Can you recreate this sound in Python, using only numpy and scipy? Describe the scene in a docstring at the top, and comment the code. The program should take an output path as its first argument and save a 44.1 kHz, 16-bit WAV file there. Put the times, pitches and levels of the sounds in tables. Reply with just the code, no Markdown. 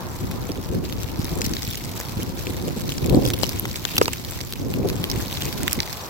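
"""Car park: gusts push dry leaves over asphalt, past a phone standing on the ground.
Trees and far traffic make a soft wash. Eddies buffet the two microphone ports: rumble, flutter, thumps.
Leaf edges catch on grit in bursts of tiny slips that ring the blade: ticks and scrapes nearby,
a fine crackle far off. A few dull knocks sound on the phone; some nearby ticks have a low body."""
import sys
import numpy as np
from scipy import signal
from scipy.fft import rfft, irfft, next_fast_len
from scipy.io import wavfile

SR = 44100
rng = np.random.default_rng(int(sys.argv[2]) if len(sys.argv) > 2 else 0)


def transcribe(u):
    """Save the signal u as a 16-bit wav file named by the first command-line argument.

    u: samples, shape (n,) or (channels, n), limited to [-1, 1]; the rate is SR.
    q: integer samples, one column per channel.
    """
    v = np.clip(np.atleast_2d(u).T, -1, 1)
    q = np.round(v * 32767).astype(np.int16)
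    wavfile.write(sys.argv[1], SR, q)


N = 268569
TIME_S = np.arange(N) / SR
GRAIN = 1024  # samples per contact

# Table levels are relative.
# trees and far traffic (time [s], level [dB])
WASH_LEVEL = [(0.0, -42), (0.64, -48), (1.8, -47.5), (2.8, -45.5), (3.5, -49), (4.6, -49), (5.39, -44.5),
              (6.09, -43.5)]
# wash, part unrelated between ports (frequency [Hz], density [dB])
WASH_APART_SPECTRUM = [(100, 18), (400, -3.5), (650, 5.5), (950, 9.5), (1300, 4.5), (2000, -4), (4000, -18)]
# wash, part common to both ports (frequency [Hz], density [dB])
WASH_COMMON_SPECTRUM = [(100, -5.5), (400, -4.5), (650, -5.0), (1000, -8.0)]
# crowd of sliding leaves (time [s], level [dB])
DRIFT_LEVEL = [(0.0, -44.5), (0.83, -45), (1.27, -41.5), (1.6, -37), (1.87, -40.5), (2.5, -42),
               (2.88, -40.5), (3.19, -39), (4.04, -39), (4.34, -41), (4.76, -44), (5.5, -36), (6.09, -43)]
# far rustle as coloured by the phone's microphone (frequency [Hz], density [dB])
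RUSTLE_MIC_SPECTRUM = [(1200, -0.5), (1750, 1), (2400, 4.5), (2900, 1.5), (3700, 5), (5600, 3.5), (7000, 0),
                       (7800, -1.5), (9100, -7), (10800, -3), (12800, 2.5), (15800, 0)]
# gusts at the ports (start [s], length [s], level [dB])
PORT_GUSTS = [(0.22, 0.51, -30.5), (0.704, 0.16, -26.5), (0.918, 0.57, -30.5), (1.31, 0.25, -30),
              (2.16, 0.22, -30), (2.398, 0.58, -29), (3.016, 0.3, -21.5), (3.115, 0.05, -18.5),
              (3.22, 0.059, -30), (3.324, 0.38, -31.5), (3.95, 0.13, -28.5), (4.242, 0.19, -37),
              (4.599, 0.59, -26.5), (4.796, 0.04, -25), (5.42, 0.08, -31.5), (5.61, 0.029, -28),
              (5.776, 0.014, -26.5)]
# turbulence (frequency [Hz], density [dB])
WIND_SPECTRUM = [(25, -15), (45, -1.5), (72, 1), (125, 2.5), (190, -2.5), (330, -2.5), (450, -8.5),
                 (630, -19.5), (850, -27.5)]
# single strong eddies (time [s], level [dB], centre [Hz], half passing time [ms])
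STRONG_EDDIES = [(0.239, -28, 111, 9.7), (0.295, -24, 109, 19), (0.5, -20, 240, 9.7),
                 (0.589, -27, 224, 8.4), (0.778, -18.5, 140, 22), (1.197, -15.5, 124, 8.1),
                 (1.441, -22, 139, 11), (1.52, -18.5, 205, 11), (1.681, -24.5, 131, 4.2),
                 (2.17, -20, 111.5, 13), (2.232, -23.5, 148, 10), (2.68, -21.5, 285, 12),
                 (2.774, -21.5, 270, 13), (3.029, -15.5, 90, 18), (3.122, -10.5, 85, 12),
                 (3.172, -7.5, 170, 9.3), (3.228, -22.5, 322, 8.3), (3.251, -29, 75, 18),
                 (4.855, -14, 315, 12), (5.006, -21, 141, 10), (5.638, -22, 160, 7.4),
                 (5.785, -20.5, 187, 11)]
# leaf scrapes as coloured by the phone's microphone (frequency [Hz], density [dB])
SCRAPE_MIC_SPECTRUM = [(300, 1.5), (900, 2.5), (2200, 3), (4200, 2.5), (6000, 1.5), (7000, 0), (7800, 0.5),
                       (9200, -10.5), (11000, -7), (12800, -4), (15800, -6.5)]
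# near leaves touching down (time [s], level [dB], length [ms], ring [Hz], top octave [dB],
# side [-1 left, +1 right; beyond: close by that port])
NEAR_CONTACTS = [(0.312, -35.5, 3, 1660, -3, 0), (0.5177, -33.5, 1.7, 5500, -9, .5),
                 (0.85, -35, 13, 4020, -20, -1), (0.9256, -32, 0.7, 3570, -6, -0.87),
                 (1.0323, -34, 2, 6500, 0, 0.46), (1.245, -31, 1.5, 5500, 3, -1.2),
                 (1.2532, -34.5, 1.5, 4230, -13, -0.86), (1.33, -39, .5, 2000, 10, -0.66),
                 (1.4095, -33, .6, 6150, -5, -1.2), (1.4172, -24, 3.2, 5200, -10, -0.74),
                 (1.443, -28, 7.6, 5440, -4, -0.78), (1.45, -29, 6.2, 3970, -9, -0.76),
                 (1.4612, -27, 7.6, 5700, -1, -1), (1.5355, -28, 3, 5570, -12, -0.91),
                 (1.5678, -28.5, 2.3, 3980, -24, -0.85), (1.6209, -33, 1.8, 5320, -10, -1),
                 (1.6311, -30.5, 1.4, 5370, -6, -.2), (1.703, -34, 5, 5500, 4, -1.1),
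                 (1.711, -31, 4.5, 3580, 0, -1), (1.7553, -32, 0.79, 6300, -3, -0.59),
                 (1.7734, -31.5, 9.2, 3600, 3, -.8), (1.8483, -39, 2, 4450, -15, -0.71),
                 (2.001, -32, 1.2, 7200, -2.5, -0.012), (2.011, -32.5, 4.2, 1910, 0, -0.25),
                 (2.222, -34, 5.7, 2900, -8, -.5), (2.2316, -32, 0.78, 6300, 3, -0.31),
                 (2.4691, -30.5, 3.4, 2540, -15, -0.77), (2.893, -30, 0.89, 4070, -7, -1),
                 (2.921, -30, 0.44, 3200, -11, -0.76), (2.9808, -31, 3.1, 5230, -14, -0.8),
                 (3.061, -31.5, 1.2, 7000, -2, -1.1), (3.0972, -28.5, 1.7, 4260, -1, -0.84),
                 (3.147, -31, 0.28, 3810, -4, -0.79), (3.2515, -26, 4.2, 3400, -3, -.8),
                 (3.2627, -27.5, 4.1, 5200, -5, -.7), (3.2747, -30, 7.1, 4000, 4, -.7),
                 (3.2857, -30, 7.6, 5400, -1, -0.86), (3.3029, -26.5, 0.76, 5000, -9, 0),
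                 (3.3351, -23.5, 5.9, 2850, -5, .4), (3.389, -33, .8, 3600, 14, -0.32),
                 (3.4287, -31, 1.3, 7400, -2.5, -1.1), (3.4335, -21, 0.46, 4500, -10, -1.58),
                 (3.4396, -29, 3.3, 3120, -12, -1.65), (3.459, -42, 1.5, 3880, -10, 1.8),
                 (3.467, -37, .6, 5880, -6, 1.6), (3.4926, -25.5, 1.3, 5200, -0.5, -0.66),
                 (3.5965, -20.5, 0.93, 2900, 15, .3), (3.654, -28.5, 0.92, 2100, -15, -0.35),
                 (3.7584, -28.5, 1, 3580, -8, 0.66), (3.852, -22.5, 1.4, 2470, -11, -1.37),
                 (3.888, -36.5, 2, 2500, -8, 0), (3.9574, -28, 1.7, 3100, 6, -0.33),
                 (3.9674, -25, 0.44, 2800, -3, 0), (3.9805, -12.5, 3.9, 3760, -5, 0.31),
                 (4.0137, -22, 1.7, 2160, -11, 0.72), (4.023, -24.5, 16, 5270, -5, 0.57),
                 (4.0564, -25, 3.8, 4300, -11, 1.15), (4.08, -24.5, 1.6, 2560, -11, 0.51),
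                 (4.1318, -28, 3.3, 7600, -2, 1.1), (4.135, -28.5, 2.4, 2310, -9, .8),
                 (4.249, -33.5, 0.4, 4460, -5, .5), (4.3094, -33, 5.5, 7800, 6, 0.78),
                 (4.4054, -33, 0.91, 4400, -10, 0.86), (4.412, -30.5, 2, 4300, -7, 0.98),
                 (4.5249, -30.5, 0.3, 3680, -2, 0), (4.5343, -31, 2.5, 3920, -6, .3),
                 (4.7394, -29, 0.54, 2570, -6, 0.42), (4.888, -31, 0.29, 4360, 1, .6),
                 (4.9003, -29.5, 0.35, 2600, -5, -.3), (5.041, -23.5, 0.69, 3300, -8, -.3),
                 (5.0998, -25.5, 0.15, 5200, -6, 0.81), (5.115, -25, 0.3, 4240, -8, 0.64),
                 (5.3269, -30, 0.75, 3600, -6, 0), (5.3725, -30, .5, 3570, -19, -.2),
                 (5.421, -27, 2.1, 3470, -14, .2), (5.4533, -32, 2.7, 6200, -4, 0.67),
                 (5.6321, -28, 1.3, 7900, 0, 0.9), (5.6794, -20, 1.5, 2180, -7.5, 1.25),
                 (5.7218, -32.5, 2.5, 2370, -6, 1.3), (5.7303, -20, 0.85, 6400, 7, 1.5),
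                 (5.7905, -32, 2.6, 2100, -14, 0.86), (5.8036, -20, 0.47, 4650, -16, 0.96),
                 (5.8312, -32, 1.1, 4500, -21, 0.93), (5.8764, -36, 0.4, 1960, -18, 0.9),
                 (5.9288, -32.5, 0.53, 5440, -4, 1.3)]
# dull knocks on the phone, and the low body of some nearby leaf ticks (time [s], level [dB],
# favoured frequency [Hz], damping [factor], left port lag [ms], left minus right [dB])
KNOCKS_AND_TICK_BODIES = [(2.0015, -31, 1100, 2.2, 0.0034, 0), (3.4337, -18, 420, 5.5, -0.25, 12),
                          (3.6557, -32, 1000, 2.8, -0.26, 1), (3.854, -27, 890, 1.5, -.5, 3),
                          (3.981, -35, 840, 1.5, 0.12, 8), (4.0145, -10, 495, 1.2, 0.36, 2),
                          (4.0169, -11.5, 850, 0.8, .6, -2), (4.0565, -35, 800, 1, 0.7, 6),
                          (4.0817, -19.5, 1010, 1, 0.15, 2)]
# resonances of a knock or tick body (frequency [Hz], width before damping factor [Hz], level [dB])
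DULL_MODES = [(330, 150, -11), (480, 120, 0), (640, 150, -5), (970, 140, -4), (1220, 140, -6),
              (2320, 200, -6), (2810, 160, -10)]

GUST_ATTACK_S, GUST_RELEASE_S = 0.024, 0.073
BREEZE_DB, LULL_START_S, LULL_DB_PER_S = -34, 5.58, 24
LEAD_MS, CATCH_MS = 6, 0.12  # grain start to catch; rise of the catch
DRAG_DB, DRAG_RISE_MS, DRAG_DECAY_MS = -21, 1.2, 4.5
PORT_LAG_MS, PORT_SHADE_DB = 0.527, 3.5  # far port, leaf fully to one side


def undb(db):
    """Decibels to gain."""
    return 10 ** (np.asarray(db) / 20)


def unit(x):
    """Scale to rms 1."""
    return x / np.sqrt(np.mean(x ** 2))


def curve(rows, times_s=TIME_S):
    """Interpolate (time [s], value) rows."""
    return np.interp(times_s, *np.transpose(rows))


def colour(points, hz, skirt_db_per_octave=18):
    """Gain of a spectrum at hz, falling off past its ends."""
    points_hz, db = np.transpose(points)
    octave, knots = np.log2(np.maximum(hz, 1)), np.log2(points_hz)
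    outside = abs(octave - np.clip(octave, knots[0], knots[-1]))
    return undb(np.interp(octave, knots, db) - skirt_db_per_octave * outside)


def shaped(x, points):
    """Filter by a spectrum; rms 1."""
    size = next_fast_len(N)
    gain = colour(points, np.fft.rfftfreq(size, 1 / SR))
    return unit(irfft(rfft(x, size) * gain, size)[..., :N])


def walk(rate_hz):
    """Smooth random wander; rms 1."""
    knots = rng.standard_normal(4096)
    return unit(np.interp(TIME_S * rate_hz, np.arange(len(knots)), knots))


def place(spectra, times_s, db, lag_ms, pan_db):
    """Mix grains, levelled over 5 ms, into both ports with a delay and a level difference."""
    hz = np.fft.rfftfreq(GRAIN, 1 / SR)
    out = np.zeros((2, N + GRAIN))
    where = np.clip(((times_s - .001) * SR).astype(int), 0, N - 1)[:, None] + np.arange(GRAIN)
    for port, side in enumerate((1, -1)):
        delay_s = (1 + side * lag_ms / 2) / 1000
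        waves = irfft(spectra * np.exp(-2j * np.pi * hz * delay_s[:, None]))
        power = np.sum(waves ** 2, axis=1) / (.005 * SR)
        waves *= (undb(db + side * pan_db / 2) / np.sqrt(power))[:, None]
        out[port] = np.bincount(where.ravel(), waves.ravel(), N + GRAIN)
    return out[:, :N]


def wash():
    """Trees and far traffic from all round: partly shared by the ports, unrelated in the treble."""
    common = shaped(rng.standard_normal(N), WASH_COMMON_SPECTRUM)
    apart = shaped(rng.standard_normal((2, N)), WASH_APART_SPECTRUM)
    return (undb(2.5) * common + undb(4.5) * apart) * undb(curve(WASH_LEVEL) + 1.8 * walk(5.1))


def far_rustle():
    """Far leaves merge into a fine, restless crackle, coloured by the microphone."""
    grains = rng.standard_normal((2, N)) * undb(4.8 * rng.standard_normal((2, N)))
    flicker_db = 1.4 * np.tanh(walk(25)) + 1.1 * walk(60) + 2.1 * walk(250)
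    return shaped(grains * undb(flicker_db), RUSTLE_MIC_SPECTRUM) * undb(curve(DRIFT_LEVEL) + 0.35)


def wind_level_db():
    """Gusts build, hold and decay over a breeze that drops at the end."""
    power = undb(BREEZE_DB - LULL_DB_PER_S * np.maximum(TIME_S - LULL_START_S, 0)) ** 2
    for start_s, length_s, db in PORT_GUSTS:
        attack = np.clip(1 + (TIME_S - start_s) / GUST_ATTACK_S, 0, 1)
        release = np.exp(-np.maximum(TIME_S - start_s - length_s, 0) / GUST_RELEASE_S)
        power += (undb(db) * attack * release) ** 2
    return 10 * np.log10(power)


def wind_buffet():
    """Turbulence hits each port mostly on its own; small eddies flutter more as the wind rises."""
    level_db = wind_level_db()
    flutter_db = 1 + 0.52 * (level_db + 22)
    centres_hz = 28 * 2 ** np.arange(0, 5.1, .5)
    weights = colour(WIND_SPECTRUM, centres_hz) * np.sqrt(centres_hz)
    swirl_db = 8 * np.tanh(0.18 * walk(25) + .5 * np.array([walk(130), walk(130)]))
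    out = np.zeros((2, N))
    for hz, weight in zip(centres_hz, weights / np.linalg.norm(weights)):
        noise = rng.standard_normal((3, N))  # left, right, common
        band = signal.butter(4, [hz / 2 ** .28, hz * 2 ** .28], "band", fs=SR, output="sos")
        pressure = unit(signal.sosfilt(band, noise[:2] + 0.32 * noise[2]))
        gust_db = level_db + flutter_db * np.clip(0.53 * np.log2(hz / 170), -.4, 1.2)
        # the smallest eddies need a hard gust
        gust_db += .22 * (level_db + 25) * np.clip(np.log2(hz / 330), 0, 1)
        # small eddies burst, large ones roll evenly
        bursts = unit(pressure * undb(swirl_db * min(hz / 130, 1.1)))
        out += weight * bursts * undb(gust_db)
    return undb(0.37) * out


def eddy_thumps(width_octaves=1.0, level_window_s=0.016):
    """A strong eddy rolls over both ports and shakes them, partly alike, for a few cycles."""
    times_s, db, centre_hz, half_ms = np.transpose(STRONG_EDDIES)
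    offsets = np.arange(-2 * GRAIN, 2 * GRAIN)
    hz = np.maximum(np.fft.rfftfreq(len(offsets), 1 / SR), 1)
    bands = np.exp(-(np.log2(hz / centre_hz[:, None]) / width_octaves) ** 2)
    swirl = rng.standard_normal((3, len(times_s), len(offsets)))
    envelope = np.exp(-(1000 * offsets / SR / half_ms[:, None]) ** 2)
    waves = irfft(bands * rfft(swirl[:2] + 0.77 * swirl[2])) * envelope
    power = np.sum(waves ** 2, axis=-1, keepdims=True) / (level_window_s * SR)
    waves *= undb(db - 3.5)[:, None] / np.sqrt(power)
    where = np.clip((times_s[:, None] * SR).astype(int) + offsets, 0, N - 1)
    return np.array([np.bincount(where.ravel(), port.ravel(), N) for port in waves])


def scrapes(rows, ring_db, ring_width_ratio, grit_db):
    """A leaf edge catches on grit; a burst of tiny slips rings the stiff, well damped blade."""
    times_s, db, length_ms, ring_hz, top_db, lag_ms, pan_db = np.transpose(rows)
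    ms = np.arange(GRAIN) / SR * 1000 - LEAD_MS
    hz = np.fft.rfftfreq(GRAIN, 1 / SR)
    noise = rng.standard_normal((len(times_s), 2, GRAIN))
    slips = noise[:, 0] * undb(grit_db * noise[:, 1])
    before_ms, after_ms = np.maximum(-ms, 0), np.maximum(ms, 0)
    catch = np.exp(-before_ms / CATCH_MS - (after_ms / np.maximum(length_ms, .2)[:, None]) ** 2)
    drag = undb(DRAG_DB) * np.exp(-before_ms / DRAG_RISE_MS - after_ms / DRAG_DECAY_MS)
    ratio = np.maximum(hz, 1) / ring_hz[:, None]
    blade = 1 + undb(ring_db) / (1 + 1j * (ratio - 1 / ratio) / ring_width_ratio)
    spectra = rfft(slips * (catch + drag)) * blade * colour(SCRAPE_MIC_SPECTRUM, hz)
    # sharp tips give more top octave than flat sides
    top_band = 1 / (1 + np.exp((9000 - hz) / 400))
    power = abs(spectra) ** 2
    top_gain = undb(top_db) * np.sqrt((power @ (1 - top_band)) / (power @ top_band))
    spectra *= 1 - top_band + top_band * top_gain[:, None]
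    return place(spectra, times_s - LEAD_MS / 1000, db, lag_ms, pan_db)


def skittering_leaves(leaves=460, hops=3, mean_gap_s=0.022):
    """Leaves further off tumble on every side; each touches down a few times with its own ring."""
    per_leaf = rng.standard_normal((leaves, 3, 1))
    per_hop = rng.standard_normal((leaves, 3, hops))
    starts_s = rng.uniform(0, N / SR, (leaves, 1))
    gaps_s = rng.exponential(mean_gap_s, (leaves, hops))
    times_s = (starts_s + np.cumsum(gaps_s, axis=1)) % (N / SR)
    accent_db = 13 * np.tanh(.5 * rng.exponential(size=(leaves, hops)))  # a few stand out
    db = curve(DRIFT_LEVEL, times_s) - 6 + accent_db
    length_ms = 0.98 * np.exp(1.64 * per_hop[:, 0])
    ring_hz = np.clip(4200 * np.exp(0.46 * per_leaf[:, 0] + 0.15 * per_hop[:, 1]), 1400, 8500)
    top_db = -4 + 3 * per_leaf[:, 1] + 3 * per_hop[:, 2]
    side = np.sin(np.pi * per_leaf[:, 2]) * np.ones(hops)
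    rows = np.stack([times_s, db, length_ms, ring_hz, top_db, PORT_LAG_MS * side, -2.5 * side], axis=-1)
    return scrapes(np.concatenate(rows), ring_db=9.5, ring_width_ratio=.2, grit_db=8)


def near_leaves():
    """Leaves hop and scrape by the phone: mostly left at first, later right."""
    contacts = np.array(NEAR_CONTACTS)
    side = np.clip(contacts[:, 5], -2, 2)
    lag_ms = PORT_LAG_MS * np.clip(side, -1, 1)
    pan_db = -PORT_SHADE_DB * side ** 3
    rows = np.column_stack([contacts[:, :5], lag_ms, pan_db])
    return undb(3.5) * scrapes(rows, ring_db=10.5, ring_width_ratio=0.22, grit_db=8.5)


def knocks_and_tick_bodies(low_cut_hz=232):
    """Dull knocks on the phone and the low body of some near ticks: damped modes ring for a few ms."""
    times_s, db, favoured_hz, damping, lag_ms, pan_db = np.transpose(KNOCKS_AND_TICK_BODIES)
    age_s = np.arange(GRAIN) / SR
    rings = 0
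    for hz, width_hz, mode_db in DULL_MODES:
        share = undb(mode_db - 10 * abs(np.log2(hz / favoured_hz)))
        decay = np.exp(-np.pi * width_hz * damping[:, None] * age_s)
        rings = rings + share[:, None] * decay * np.sin(2 * np.pi * hz * age_s)
    low_cut = signal.butter(2, low_cut_hz, "high", fs=SR, output="sos")  # the knocks carry no deep thud
    return place(rfft(signal.sosfilt(low_cut, rings)), times_s, db, lag_ms, pan_db)


def scene():
    """Wind, leaves and wash at the two ports."""
    wind = wind_buffet() + eddy_thumps()
    leaves = near_leaves() + skittering_leaves() + far_rustle() + knocks_and_tick_bodies()
    return wind + leaves + wash()


def record(dry):
    """The phone clips the sharpest ticks and cuts the top."""
    clip_level, top_hz = 0.88, 15900
    high_cut = signal.ellip(10, .2, 80, top_hz, fs=SR, output="sos")
    return signal.sosfilt(high_cut, np.clip(dry, -clip_level, clip_level))


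dry = scene()
out = record(dry)
transcribe(out)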